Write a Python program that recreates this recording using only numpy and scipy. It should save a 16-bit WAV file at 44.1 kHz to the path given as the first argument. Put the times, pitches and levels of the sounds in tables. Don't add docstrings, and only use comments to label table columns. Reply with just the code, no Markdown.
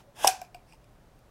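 import sys
import numpy as np
from scipy import signal
from scipy.fft import rfft, irfft, next_fast_len
from scipy.io import wavfile
from scipy.ndimage import map_coordinates

SR = 44100
rng = np.random.default_rng(int(sys.argv[2]) if len(sys.argv) > 2 else 0)


def put_to_file(sound):
    columns = np.atleast_2d(sound).T
    safe = np.clip(columns, -1, 1)
    whole_steps = np.round(safe * 32767)
    wavfile.write(sys.argv[1], SR, whole_steps.astype(np.int16))


N = 57330

# frequency in Hz, t60 in seconds.
ROOM_DECAY = [(200, 0.1), (800, 0.51), (2500, 0.21), (7000, 0.14), (14000, .17)]
# frequency in Hz, relative gain in dB.
FLOOR_SPECTRUM = [(15, -33.5), (25, 5), (55, -1), (82, -8), (107, -4), (209, -10), (482, -14), (523, -12.5),
                  (631, -12.5), (2300, -28.5), (15500, -40.5)]
# frequency in Hz, rms level in dB.
HUM_TONES = [(120, -69.5)]
# centre in seconds, pitch in Hz, level in dB, width in seconds.
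FAINT_TONE = (.09, 565, -56, .025)
# frequency in Hz, relative gain in dB.
SLEEVE_SPECTRUM = [(200, -10), (900, 3.5), (2000, -8), (6000, -12), (15000, -25)]
# centre in seconds, level in dB, width in seconds.
RUBS = [(0.693, -65.5, 0.019), (0.735, -63, 0.022)]
# frequency in Hz, relative gain in dB.
RUB_SPECTRUM = [(600, -18), (950, -6), (1700, -16), (2550, 1.5), (4000, -16), (5250, 3.5), (6600, -19),
                (8400, -5.5), (10000, -12.5), (15000, -23.5)]
# time in seconds, level in dB.
SCRAPE_ENVELOPE = [(.135, -87), (.16, -56.5), (.18, -51), (.2, -43.5), (.225, -39.5), (.245, -30.5),
                   (.262, -31.5), (.28, -47.5)]
# frequency in Hz, relative gain in dB.
SCRAPE_SPECTRUM = [(200, -18), (420, -8), (850, 1.5), (1300, -10.5), (1650, -3), (2200, -12.5), (2700, -4),
                   (3450, -4.5), (4300, -20.5), (5200, -9), (7600, -14), (9500, -11.5), (15500, -22.5)]
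# time in seconds, level in dB.
SLIDE_ENVELOPE = [(.26, -96.5), (.28, -29.5), (.31, -39), (.35, -47), (.4, -57.5), (.45, -64.5), (.52, -89),
                  (.6, -110)]
# frequency in Hz, relative gain in dB.
SLIDE_SPECTRUM = [(710, -40), (1200, -11.5), (1600, 3), (1980, -12.5), (2480, 3.5), (2710, -3.5),
                  (3810, -7.5), (5310, -1.5), (5730, -1.5), (11400, -16), (15500, -34.5)]
# start in seconds, rim level in dB, edge level in dB.
TICKS = [(.4125, -53, -63), (0.4161, -40, -40.5), (0.4489, -53.5, -66), (0.5453, -43.5, -59),
         (0.5471, -45, -47.5), (.556, -57, -62), (0.7094, -62, -70), (0.7243, -48.5, -70),
         (0.7335, -61.5, -62.5), (0.8429, -60, -65.5), (1.1908, -64, -63)]
# frequency in Hz, relative level in dB, t60 in seconds.
RIM_MODES = [(2459, 0, 0.021), (2733, -4.5, 0.017), (4880, -3, 0.013), (5290, -1.5, 0.0092),
             (7800, -3.5, 0.0099)]
# frequency in Hz, relative gain in dB.
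EDGE_SPECTRUM = [(400, 1.5), (1000, 5.5), (4000, -6), (8000, -2.5), (11000, -2.5), (14000, -3.5),
                 (16000, -10.5)]
# start in seconds, level in dB, hold in seconds.
CLACKS = [(0.247, -26, 0.0014), (0.2721, -15.5, 0.0012), (0.2741, -13, .0031)]
# frequency in Hz, relative gain in dB.
WALL_MODES = [(2480, -5), (2970, -2.5), (3420, -6), (5170, 1.5), (5740, 2), (6210, -6.5), (6700, -11.5),
              (7750, -7), (8460, -1.5), (8900, -7), (10600, -6), (11500, -6), (14300, -13)]
# frequency in Hz, relative gain in dB.
CRACK_SPECTRUM = [(300, -19), (1500, -11.5), (2500, -10.5), (4200, -9), (5500, -6), (9000, -1.5),
                  (12000, -8), (16000, -18.5)]
# level in dB, pitch in Hz, length in seconds.
THUMP_PULSES = [(-6, 818, 0.00318), (-19, 470, 0.0062)]
# start in seconds, level in dB, pitch in Hz, rise in seconds, t60 in seconds.
HOLLOW_BLOWS = [(.2487, -12, 788, 0.0018, 0.043), (.2655, -9.5, 770.3, .004, 0.061),
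                (.2835, -14.5, 748, 0.0038, 0.079), (.346, -33, 849, .002, 0.028),
                (.386, -35.5, 743.6, 0.01, 0.095), (.4168, -30.5, 730.4, .0006, 0.052),
                (.5468, -37.5, 718.5, 0.00037, 0.071), (.7355, -52, 901, 0.00033, 0.053)]
# multiple of the pitch, relative level in dB, share of the blow's t60.
HOLLOW_MODES = [(1, 1, 1), (.56, -21, .9), (1.3, -16.5, 0.65), (2.12, -16, 0.74)]

FLOOR_DB, TOP_HZ = -58, 15780
SLEEVE_DB, SLEEVE_T60_S = -54.5, 0.12
EDGE_HOLD_S, EDGE_T60_S, EDGE_WET_DB = 0.0012, 0.003, -7
RIM_RISE_S, RIM_WET_DB = 0.00029, -11.5
GRIP_DETUNE = 0.022
CLACK_T60_S, CLACK_WET_DB, CRACK_DB, WALL_WIDTH_HZ = 0.0048, -11, -8.5, 220
EARLY_WET_DB, EARLY_T60_S = -13.5, 0.02
LANDING_S, BASS_CUT_HZ = 0.2452, 330
HOLLOW_WET_DB, HOLLOW_ROOM_T60_S = -12.5, 0.29

TIME_S = np.arange(N) / SR
FFT_SIZE = 2 * next_fast_len(N)
FREQ_HZ = np.fft.rfftfreq(FFT_SIZE, 1 / SR)


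def amp(db):
    return 10 ** (np.asarray(db) / 20)


def log_interp(points, hz):
    knots_hz, values = np.transpose(points)
    return np.interp(np.log(hz + 1), np.log(knots_hz + 1), values)


def filtered(x, response):
    rms_gain = np.sqrt(np.mean(abs(response) ** 2))
    return irfft(rfft(x, FFT_SIZE) * response / rms_gain, FFT_SIZE)[:N]


def coloured(x, spectrum):
    cepstrum = irfft(np.log(amp(log_interp(spectrum, FREQ_HZ))))
    cepstrum[1:FFT_SIZE // 2] *= 2
    cepstrum[FFT_SIZE // 2 + 1:] = 0
    return filtered(x, np.exp(rfft(cepstrum)))


def contact(start_s, hold_s, t60_s):
    t = TIME_S - start_s
    envelope = (t >= 0) * amp(-60 * np.maximum(t - hold_s, 0) / t60_s)
    return envelope * np.sign(rng.standard_normal(N))


def friction(spectrum, grain_db, slip_rate_hz=900):
    slips = map_coordinates(rng.standard_normal(N), [TIME_S * slip_rate_hz])
    noise = rng.standard_normal(N) * amp(grain_db * slips)
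    return coloured(noise / np.sqrt(np.mean(noise ** 2)), spectrum)


def reverb(x, wet_db, decay, delay_s=0.005):
    hz, t, bands = signal.stft(rng.standard_normal(SR // 2), SR, nperseg=256)
    fade = amp(-60 * t / log_interp(decay, hz)[:, None])
    _, tail = signal.istft(bands * fade, SR, nperseg=256)
    tail *= np.arange(len(tail)) / SR > delay_s
    return amp(wet_db) * signal.fftconvolve(x, tail / np.linalg.norm(tail))[:N]


def background():
    hum = sum(amp(db) * np.sqrt(2) * np.sin(2 * np.pi * (hz * TIME_S + rng.random()))
              for hz, db in HUM_TONES)
    centre_s, hz, db, width_s = FAINT_TONE
    tone = amp(db) * np.exp(-((TIME_S - centre_s) / width_s) ** 2) * np.sin(2 * np.pi * hz * TIME_S)
    return amp(FLOOR_DB) * coloured(rng.standard_normal(N), FLOOR_SPECTRUM) + hum + tone


def sleeve():
    return amp(SLEEVE_DB - 60 * TIME_S / SLEEVE_T60_S) * friction(SLEEVE_SPECTRUM, grain_db=1.5)


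def finger_rubs():
    envelope = sum(amp(db) * np.exp(-((TIME_S - centre_s) / width_s) ** 2)
                   for centre_s, db, width_s in RUBS)
    return envelope * friction(RUB_SPECTRUM, grain_db=2.0)


def tub_scrape(envelope, spectrum, grain_db):
    level_db = np.interp(TIME_S, *np.transpose(envelope), left=-120, right=-120)
    return amp(level_db) * friction(spectrum, grain_db)


def rim_ticks():
    rim = np.zeros(N)
    for start_s, rim_db, _ in TICKS:
        t = np.maximum(TIME_S - start_s, 0)
        attack = 1 - np.exp(-t / RIM_RISE_S)
        for hz, mode_db, t60_s in RIM_MODES:
            pitch_hz = hz * (1 + GRIP_DETUNE * rng.standard_normal())
            envelope = attack * amp(rim_db + mode_db - 60 * t / t60_s)
            rim += envelope * np.sin(2 * np.pi * (pitch_hz * t + rng.random()))
    force = sum(amp(db) * contact(start_s, EDGE_HOLD_S, EDGE_T60_S) for start_s, _, db in TICKS)
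    edge = coloured(force, EDGE_SPECTRUM)
    return rim + edge + reverb(rim, RIM_WET_DB, ROOM_DECAY) + reverb(edge, EDGE_WET_DB, ROOM_DECAY)


def wall_clacks():
    def force():
        return sum(amp(db) * contact(start_s, hold_s, CLACK_T60_S) for start_s, db, hold_s in CLACKS)

    damping = 1j * FREQ_HZ * WALL_WIDTH_HZ
    wall = sum((-1) ** k * amp(db) * damping / (hz ** 2 - FREQ_HZ ** 2 + damping)
               for k, (hz, db) in enumerate(WALL_MODES))
    ring = filtered(force(), wall)
    crack = amp(CRACK_DB) * coloured(force(), CRACK_SPECTRUM)
    impulses = np.zeros(N)
    for start_s, db, hold_s in CLACKS:
        impulses[round(start_s * SR)] += amp(db) * np.sqrt(hold_s * SR)
    snap = coloured(impulses, CRACK_SPECTRUM)
    early = reverb(snap, EARLY_WET_DB, [(1000, EARLY_T60_S)])
    return ring + crack + early + reverb(snap, CLACK_WET_DB, ROOM_DECAY)


def base_thump():
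    t = np.maximum(TIME_S - LANDING_S, 0)
    return sum(amp(db) * np.sin(np.pi * np.minimum(t / length_s, 1)) * np.sin(2 * np.pi * hz * t)
               for db, hz, length_s in THUMP_PULSES)


def hollow_tub():
    tub = base_thump()
    for start_s, db, hz, rise_s, t60_s in HOLLOW_BLOWS:
        t = np.maximum(TIME_S - start_s, 0)
        ring = sum(amp(mode_db - 60 * t / (t60_s * share)) * np.sin(2 * np.pi * hz * ratio * t)
                   for ratio, mode_db, share in HOLLOW_MODES)
        tub += amp(db) * (1 - np.exp(-t / rise_s)) * ring
    bass_cut = signal.butter(2, BASS_CUT_HZ, 'high', fs=SR, output='sos')
    thinned = signal.sosfilt(bass_cut, tub)
    return thinned + reverb(thinned, HOLLOW_WET_DB, [(800, HOLLOW_ROOM_T60_S)])


def scene():
    impacts = hollow_tub() + wall_clacks() + rim_ticks()
    scrape_in = tub_scrape(SCRAPE_ENVELOPE, SCRAPE_SPECTRUM, grain_db=0.6)
    slide = tub_scrape(SLIDE_ENVELOPE, SLIDE_SPECTRUM, grain_db=0.5)
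    return (impacts + scrape_in + slide + finger_rubs() + sleeve() + background())[None]


def record(dry):
    return irfft(rfft(dry, FFT_SIZE) * (FREQ_HZ < TOP_HZ), FFT_SIZE)[:, :N]


dry = scene()
out = record(dry)
put_to_file(out)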